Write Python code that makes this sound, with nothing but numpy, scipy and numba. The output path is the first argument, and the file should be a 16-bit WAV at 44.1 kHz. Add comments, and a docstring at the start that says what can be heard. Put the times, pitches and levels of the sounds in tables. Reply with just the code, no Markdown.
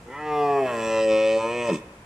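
"""One long, harsh roar of a red deer stag carries across a meadow. By the source-filter principle,
pulses of his vocal folds and rasping air excite the resonances of his throat, which sink as he
stretches his neck. The roar ends in a slow, creaky grunt as the mouth closes.
A faint echo returns from the forest edge over a quiet outdoor background."""
import sys
import numpy as np
from scipy import signal
from scipy.fft import rfft, irfft
from scipy.io import wavfile
from scipy.ndimage import uniform_filter1d, map_coordinates
from numba import njit

SR = 44100
rng = np.random.default_rng(int(sys.argv[2]) if len(sys.argv) > 2 else 0)


def unload_audio(sound):
    """Save the sound as a 16-bit wav file, at the path given as the first command line argument."""
    columns = np.transpose(np.atleast_2d(sound))
    # keep every value between -1 and 1, then stretch to whole-number steps
    steps = np.round(np.clip(columns, -1, 1) * 32767)
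    wavfile.write(sys.argv[1], SR, steps.astype(np.int16))


N = 90404
TIME_S, BIN_HZ = np.arange(N) / SR, np.arange(N // 2 + 1) * SR / N
LEFT_RIGHT = np.array([[1], [-1]])

# Vibration of the vocal folds. Each row: time in seconds, pulse rate in Hz.
PITCH = [(.06, 117.7), (.1, 123.1), (.13, 137.7), (.2, 150.9), (.262, 152.1), (.39, 147.2), (.526, 141.3),
         (.606, 136.1), (.676, 126.4), (.724, 118.2), (.776, 114.2), (.82, 112.3), (.996, 111.2),
         (1.046, 110.6), (1.146, 108.5), (1.3, 110), (1.432, 112.7), (1.538, 119.9), (1.58, 121),
         (1.644, 119.2), (1.69, 113.3), (1.712, 91.36), (1.75, 73.67)]
# Irregularity and breathiness of the voice. Each row: time in seconds, roughness from 0 to 1.
ROUGHNESS = [(.05, 1), (.14, 0.18), (.24, 0.06), (.56, 0.06), (.68, 0.24), (.8, 0.17), (1.1, 0.05),
             (1.4, 0.07), (1.62, 0.06), (1.7, 0.43), (1.78, 1)]

# Formants, the throat's resonances, in six groups from low to high.
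# Each row: time in seconds, then the centre of each formant of the group in Hz.
LOW_HZ = [(0.1, 288, 507, 898, 960), (0.19, 310, 570, 786, 884), (0.28, 373, 503, 796, 934),
          (0.45, 365.7, 485, 750, 840), (0.599, 386, 449, 761, 870), (0.679, 285, 504.8, 632, 850),
          (0.8, 222, 480, 590.5, 847), (1.0, 265.6, 444, 554, 890), (1.13, 260, 416, 529, 840),
          (1.35, 275, 430, 554, 820), (1.44, 258, 544, 543, 850), (1.56, 294, 420, 518, 710),
          (1.68, 267, 504, 578.4, 890)]
MID_HZ = [(0.1, 955, 1385, 1270), (0.19, 938, 1306, 1360), (0.28, 886, 1215, 1300), (0.45, 830, 1146, 1174),
          (0.6, 850, 1125, 1204), (0.68, 660.3, 1063, 1420), (0.8, 626, 1040, 1340), (1.0, 645, 1017, 1324),
          (1.128, 640, 1050, 1314), (1.351, 746, 1033, 1260), (1.441, 890, 1019, 1274),
          (1.58, 945, 1060, 1260), (1.68, 920, 1050, 1280)]
NASAL_HZ = [(.1, 1810, 2030), (.25, 1734, 1970), (.36, 1710, 2140), (.5, 1712, 1920), (.62, 1690, 1875),
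            (.72, 1610, 1890), (.85, 1740, 1974), (1.0, 1803, 1955), (1.2, 1731, 1850), (1.352, 1780, 1890),
            (1.44, 1660, 1800), (1.58, 1816, 1880), (1.7, 1830, 1850)]
UPPER_HZ = [(.12, 2180, 2260, 2900, 3360), (.26, 2210, 2680, 2950, 3300), (.4, 2530, 2540, 2820, 3370),
            (.6, 2140, 2533, 2900, 3200), (.7, 2220, 2646, 3000, 3320), (.85, 2340, 2607, 2920, 3400),
            (1.02, 2460, 2734, 3010, 3130), (1.13, 2222, 2600, 3133, 3623), (1.33, 2205, 2597, 3090, 3370),
            (1.44, 2212, 2552, 3060, 3210), (1.58, 2215, 2508, 2700, 3150), (1.7, 2150, 2590, 3120, 3280)]
TREBLE_HZ = [(.26, 4100, 4940, 5550), (.4, 3490, 4570, 5480), (.55, 3380, 4660, 5430),
             (.7, 3540, 4150, 5400), (.85, 4150, 5260, 5540), (1.02, 3900, 5040, 5530),
             (1.2, 3560, 4480, 5530), (1.33, 3670, 4570, 5400), (1.45, 3500, 4200, 5500),
             (1.6, 3570, 4200, 5582), (1.718, 3500, 5160, 5450)]
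SIZZLE_HZ = [(.3, 6240, 6870, 7300), (.6, 5900, 7340, 8200), (.9, 5900, 7600, 7950),
             (1.2, 6060, 7400, 8138), (1.451, 6060, 7750, 8140), (1.7, 6240, 7830, 8100)]
# How each of those formants rings. Each row: bandwidth in Hz, relative gain in dB, polarity.
LOW_MODES = [(124, -5.5, 1), (65.4, -3, -1), (23.9, 10.5, -1), (48.3, -8, 1)]
MID_MODES = [(73.6, 7.5, 1), (42.7, 9.5, -1), (71.3, 1, 1)]
NASAL_MODES = [(82.6, -0.077, 1), (80, -0.92, -1)]
UPPER_MODES = [(129, -3, 1), (88, 4, -1), (129, -6, 1), (158, -6.5, -1)]
TREBLE_MODES = [(320, 3, 1), (420, 1, -1), (298, 2.5, 1)]
SIZZLE_MODES = [(450, 0.31, 1), (500, 0, -1), (525, 0.5, 1)]
# Envelopes of the groups, ahead of the notch and final fade. Each row: time in seconds, level in dB.
LOW_LEVEL = [(0.042, -62), (0.076, -41.5), (0.104, -40.5), (.148, -46), (0.255, -32.5), (.328, -26),
             (0.414, -21.5), (0.636, -21.5), (0.691, -29.5), (.834, -28.5), (0.995, -21), (1.12, -18),
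             (1.231, -20.5), (1.37, -19), (1.416, -31.5), (1.451, -24.5), (1.484, -29), (1.664, -28.5),
             (1.696, -20.5), (1.744, -27), (1.774, -38), (1.809, -79), (1.86, -91)]
MID_LEVEL = [(0.049, -66), (0.149, -37.5), (.252, -39), (0.327, -30), (.585, -28.5), (0.639, -47.5),
             (0.679, -33), (.834, -35.5), (0.988, -30.5), (1.054, -48), (1.125, -35.5), (1.351, -41.5),
             (1.411, -30), (1.484, -31.5), (1.55, -39), (1.71, -33), (1.749, -39.5), (1.791, -53),
             (1.86, -97)]
NASAL_LEVEL = [(0.05, -84), (0.07, -59), (0.13, -43.5), (0.21, -40.5), (0.452, -45), (0.568, -41.5),
               (0.634, -45), (0.67, -39.5), (0.88, -41.5), (0.962, -38), (1.092, -44), (1.35, -43),
               (1.374, -53), (1.436, -49), (1.512, -44.5), (1.712, -42.5), (1.808, -60.5), (1.86, -58)]
UPPER_LEVEL = [(0.05, -80), (0.12, -54.5), (0.312, -45.5), (0.644, -41), (0.68, -38), (0.776, -43),
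               (0.8, -38.5), (1.012, -35.5), (1.062, -40.5), (1.112, -33.5), (1.31, -34), (1.37, -40.5),
               (1.622, -33.5), (1.642, -39.5), (1.698, -36), (1.758, -41), (1.784, -56), (1.86, -64)]
TREBLE_LEVEL = [(.12, -74), (.33, -56), (.46, -53), (.62, -58.5), (.676, -51), (.71, -55.5), (.8, -51.5),
                (1.04, -43), (1.068, -53.5), (1.118, -43), (1.162, -45.5), (1.33, -46), (1.472, -53.5),
                (1.66, -51.5), (1.7, -43), (1.725, -52), (1.746, -44), (1.79, -57), (1.86, -75)]
SIZZLE_LEVEL = [(0.2, -70), (0.286, -64.5), (0.634, -58), (0.856, -44), (1.24, -50.5), (1.262, -47),
                (1.55, -51.5), (1.678, -45.5), (1.716, -51.5), (1.744, -43), (1.818, -65), (1.86, -72)]
# Deepest resonance, strongest with the mouth nearly shut. Each row: time in seconds, level in dB.
GRUNT_LEVEL = [(.04, -61), (.075, -53), (.14, -87), (0.298, -46), (1.66, -48), (1.7, -36), (1.735, -27),
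               (1.76, -36.5), (1.802, -47.5), (1.88, -80)]
# Damping of the low formants. Each row: time in seconds, multiple of their bandwidth.
LOW_DAMPING = [(.1, 1.2), (.3, 1), (1.4, 1), (1.55, 1.2), (1.68, 1.2), (1.74, 2.2)]
# Antiresonance that hollows the held vowel. Each row: time in seconds, depth from 0 to 1.
NOTCH_DEPTH = [(.74, 0.026), (.85, 0.82), (1.38, 0.82), (1.5, 0.2)]

# Envelope of the air rushing through the mouth. Each row: time in seconds, level in dB.
HISS_LEVEL = [(.2, -77), (.36, -61.5), (.55, -65), (.66, -60), (.76, -59), (1.0, -63.5), (1.6, -68.5),
              (1.74, -60), (1.8, -67)]
# Colour of that air. Each row: frequency in Hz, relative spectral density in dB.
HISS_SPECTRUM = [(7000, -28), (9000, -4), (11000, -4.5), (13200, -11.5), (14500, -23.5)]
# Near reflections from the ground and the animal's body. Each row: delay in seconds, gain in dB.
REFLECTIONS = [(.0019, -10), (.0038, -8.5)]
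# Stereo balance of the direct sound. Each row: frequency in Hz, left minus right level in dB.
BALANCE = [(300, 0), (550, .7), (1200, .4), (2400, -2.3), (4400, -1), (8000, -2.2), (13000, -.8)]
# Colour of the outdoor background. Each row: frequency in Hz, relative spectral density in dB.
BACKGROUND_SPECTRUM = [(25, -13), (60, 0), (130, 0), (250, -6.5), (500, -10), (1000, -11.5), (2500, -20),
                       (4000, -29.5), (9000, -30), (13000, -40.5), (15500, -59)]

PUFF_CYCLES, LEAK = 0.26, 0.58  # decay of each puff of air, and the steady flow beneath it


def stag():
    """Source and filter: pulses drive the low formants; buzz and rasp take over towards the treble."""
    pulses, air, stereo_air = vocal_folds()
    buzz = fold_buzz()
    smooth_source = pulses + undb(-12.5) * air
    mouth_closing = 1 - 0.43 * curve([(1.698, 0), (1.725, 1)])  # lowers the low formants
    low = throat(smooth_source, LOW_HZ, LOW_MODES, LOW_LEVEL, band_hz=(110, 756),
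                 shift=mouth_closing, damping=curve(LOW_DAMPING))
    grunt = throat(smooth_source, centres=[(0, 181.7)], modes=[(20, 0, 1)], levels=GRUNT_LEVEL,
                   band_hz=(85, 250))
    mid = throat(-pulses + undb(2.5) * air, MID_HZ, MID_MODES, MID_LEVEL, band_hz=(781, 1438))
    vowel = low + mid
    vowel -= curve(NOTCH_DEPTH) * resonate(vowel, hz=np.full(N, 658.), width_hz=np.full(N, 63.))

    breathy_source = pulses + undb(5) * air
    nasal_source = near_reflections(breathy_source + undb(-5) * buzz)
    nasal = throat(nasal_source, NASAL_HZ, NASAL_MODES, NASAL_LEVEL, band_hz=(1400, 2200))
    upper_source = near_reflections(breathy_source + undb(-7) * buzz)
    upper = throat(upper_source, UPPER_HZ, UPPER_MODES, UPPER_LEVEL, band_hz=(2050, 3800))

    treble = np.zeros((2, N))
    for channel, own_air in enumerate(stereo_air):
        rasp = near_reflections(pulses + undb(4) * buzz + undb(15) * (air + own_air))
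        treble[channel] = throat(rasp, TREBLE_HZ, TREBLE_MODES, TREBLE_LEVEL, band_hz=(3000, 6200))
        treble[channel] += throat(rasp, SIZZLE_HZ, SIZZLE_MODES, SIZZLE_LEVEL, band_hz=(5500, 9600))
    fade = curve([(1.79, 1), (1.854, 0)])
    return (vowel + grunt + nasal + upper + treble + mouth_hiss()) * fade


def vocal_folds(jitter_s=0.00005, shimmer_db=5):
    """Glottal source: each closure makes a pulse and a puff; roughness scales scatter and turbulence."""
    roughness, cycles = curve(ROUGHNESS), fold_cycles()
    turbulence = rng.standard_normal((3, N))
    closures_s = np.interp(np.arange(1, int(cycles[-1])), cycles, TIME_S)
    scatter = rng.standard_normal((len(closures_s), 2)).T * np.interp(closures_s, TIME_S, roughness)
    position = (closures_s + jitter_s * scatter[0])[:, None] * SR
    strength = undb(shimmer_db * scatter[1])[:, None]
    taps = position.astype(int) + np.arange(-7, 9)
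    impulse = np.sinc(taps - position) * np.sinc((taps - position) / 8)  # band-limited
    pulses = np.zeros(N)
    np.add.at(pulses, np.clip(taps, 0, N - 1), -impulse * strength)
    airflow = LEAK + puff(cycles) + 0.3 * puff(cycles - 0.3)  # a weaker puff as the folds part
    shared_air = roughness * unit_rms(airflow * turbulence[0])
    stereo_air = roughness * unit_rms(airflow * turbulence[1:])
    return unit_rms(pulses), shared_air, stereo_air


def fold_cycles():
    """Phase is the integral of frequency: the running count of the folds' cycles."""
    return np.cumsum(curve(PITCH)) / SR


def puff(cycles):
    """Airflow jumps once a cycle and relaxes exponentially."""
    return np.exp(-(cycles % 1) / PUFF_CYCLES)


def fold_buzz(memory_cycles=18, decay_s=0.011):
    """Quasi-periodicity: the wet folds slap after each closure in a slowly changing pattern, a buzz."""
    cycles = fold_cycles()
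    since_closure_s = (cycles % 1) / curve(PITCH)
    noise = rng.standard_normal((400, 800))  # one row per cycle
    patterns = signal.lfilter([1], [1, -np.exp(-1 / memory_cycles)], noise, axis=0)
    slaps = map_coordinates(patterns, [np.floor(cycles), since_closure_s * SR], order=3, mode="nearest")
    return unit_rms(slaps * np.exp(-since_closure_s / decay_s))


def throat(source, centres, modes, levels, band_hz, shift=1, damping=1):
    """Superposition: moving formants ring in parallel; their band-limited sum follows an envelope."""
    centres = np.array(centres, float)
    ring = np.zeros(N)
    for column, (width_hz, db, polarity) in enumerate(modes, start=1):
        hz = shift * curve(centres[:, [0, column]])
        ring += polarity * undb(db) * resonate(source, hz, np.full(N, width_hz) * damping)
    ring = signal.sosfiltfilt(signal.butter(4, band_hz, "band", fs=SR, output="sos"), ring)
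    power = uniform_filter1d(uniform_filter1d(ring ** 2, size=800), size=600)
    return ring / np.sqrt(np.abs(power) + 1e-18) * undb(curve(levels))


@njit
def resonate(x, hz, width_hz):
    """A driven, damped oscillator: a state-variable band-pass with unit gain at its moving centre."""
    y, band_state, low_state = np.empty(len(x)), 0., 0.
    for i in range(len(x)):
        tuning, loss = np.tan(np.pi * hz[i] / SR), width_hz[i] / hz[i]
        band = (band_state + tuning * (x[i] - low_state)) / (1 + tuning * (tuning + loss))
        band_state = 2 * band - band_state
        low_state += 2 * tuning * band
        y[i] = loss * band
    return y


def mouth_hiss():
    """Amplitude modulation: turbulence in the open mouth swells once per cycle of the folds."""
    airflow = LEAK + puff(fold_cycles())
    rush = irfft(diffuse_spectrum() * undb(by_frequency(HISS_SPECTRUM)), N)
    return unit_rms(airflow * rush) * undb(curve(HISS_LEVEL))


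def near_reflections(x, lag_s=0.001002):
    """Multipath interference: delayed copies blur the sharp part of a closure, behind the low pulse."""
    paths = [(0.0018, 0)] + REFLECTIONS
    return sum(undb(db) * np.interp(TIME_S - lag_s - delay_s, TIME_S, x) for delay_s, db in paths)


def forest_echo(voice, cutoff_hz=2400, split_hz=900, low_t60_s=0.77, high_t60_s=1, build_s=0.0097):
    """Scattering by the trees returns a dull, diffuse echo that decays exponentially in two bands."""
    dull_noise = diffuse_spectrum() / np.hypot(1, BIN_HZ / cutoff_hz)
    low_share = 1 / (1 + (BIN_HZ / split_hz) ** 4)
    low = irfft(dull_noise * low_share, N) * undb(-60 * TIME_S / low_t60_s)
    high = irfft(dull_noise * (1 - low_share), N) * undb(-60 * TIME_S / high_t60_s)
    tail = (low + high) * np.minimum(TIME_S / build_s, 1) ** 2
    tail *= np.sqrt(np.pi * cutoff_hz / SR / np.sum(tail[0] ** 2))  # pass-band gain of roughly 1
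    return undb(-11) * signal.fftconvolve(voice, tail, axes=1)[:, :N]


def open_air():
    """Stationary noise, shaped in frequency, gives the low rumble and faint hiss of the outdoors."""
    noise = irfft(diffuse_spectrum() * undb(by_frequency(BACKGROUND_SPECTRUM)), N)
    return undb(-48) * unit_rms(noise)


def diffuse_spectrum(wide_hz=1100):
    """Stereo noise spectrum of a diffuse field, in which long waves reach both sides alike."""
    mid, side = rfft(rng.standard_normal((2, N)))
    width = np.minimum(BIN_HZ / wide_hz, 1) ** 2
    return mid + width * side * LEFT_RIGHT


def undb(db):
    """Amplitude ratio of a level in decibels."""
    return 10 ** (np.asarray(db) / 20)


def curve(rows):
    """Linear interpolation in time through rows of seconds and value."""
    return np.interp(TIME_S, *np.array(rows, float).T)


def by_frequency(rows):
    """Interpolation in log frequency through rows of Hz and value, one result per bin."""
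    hz, value = np.array(rows, float).T
    return np.interp(np.log(BIN_HZ + 1), np.log(hz), value)


def unit_rms(x):
    """Normalisation to a mean power of one."""
    return x / np.sqrt(np.mean(x ** 2))


def scene(left_lag_s=0.000025):
    """Level and arrival-time cues place the stag; his direct sound, echo and the open air add up."""
    voice = stag()
    balance = undb(LEFT_RIGHT / 2 * by_frequency(BALANCE))
    delay = np.exp(-2j * np.pi * BIN_HZ * left_lag_s * LEFT_RIGHT / 2)
    direct = irfft(rfft(voice) * balance * delay, N)
    return direct + forest_echo(voice) + open_air()


def record(dry, mono_below_hz=480, top_hz=15000):
    """Mid-side filtering keeps the bass in the centre; a steep low-pass cuts the top."""
    high_pass = signal.butter(3, mono_below_hz, "high", fs=SR, output="sos")
    side = signal.sosfiltfilt(high_pass, (dry[0] - dry[1]) / 2)
    stereo = dry.mean(axis=0) + side * LEFT_RIGHT
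    return signal.sosfilt(signal.ellip(8, .2, 70, top_hz, fs=SR, output="sos"), stereo)


dry = scene()
out = record(dry)
unload_audio(out)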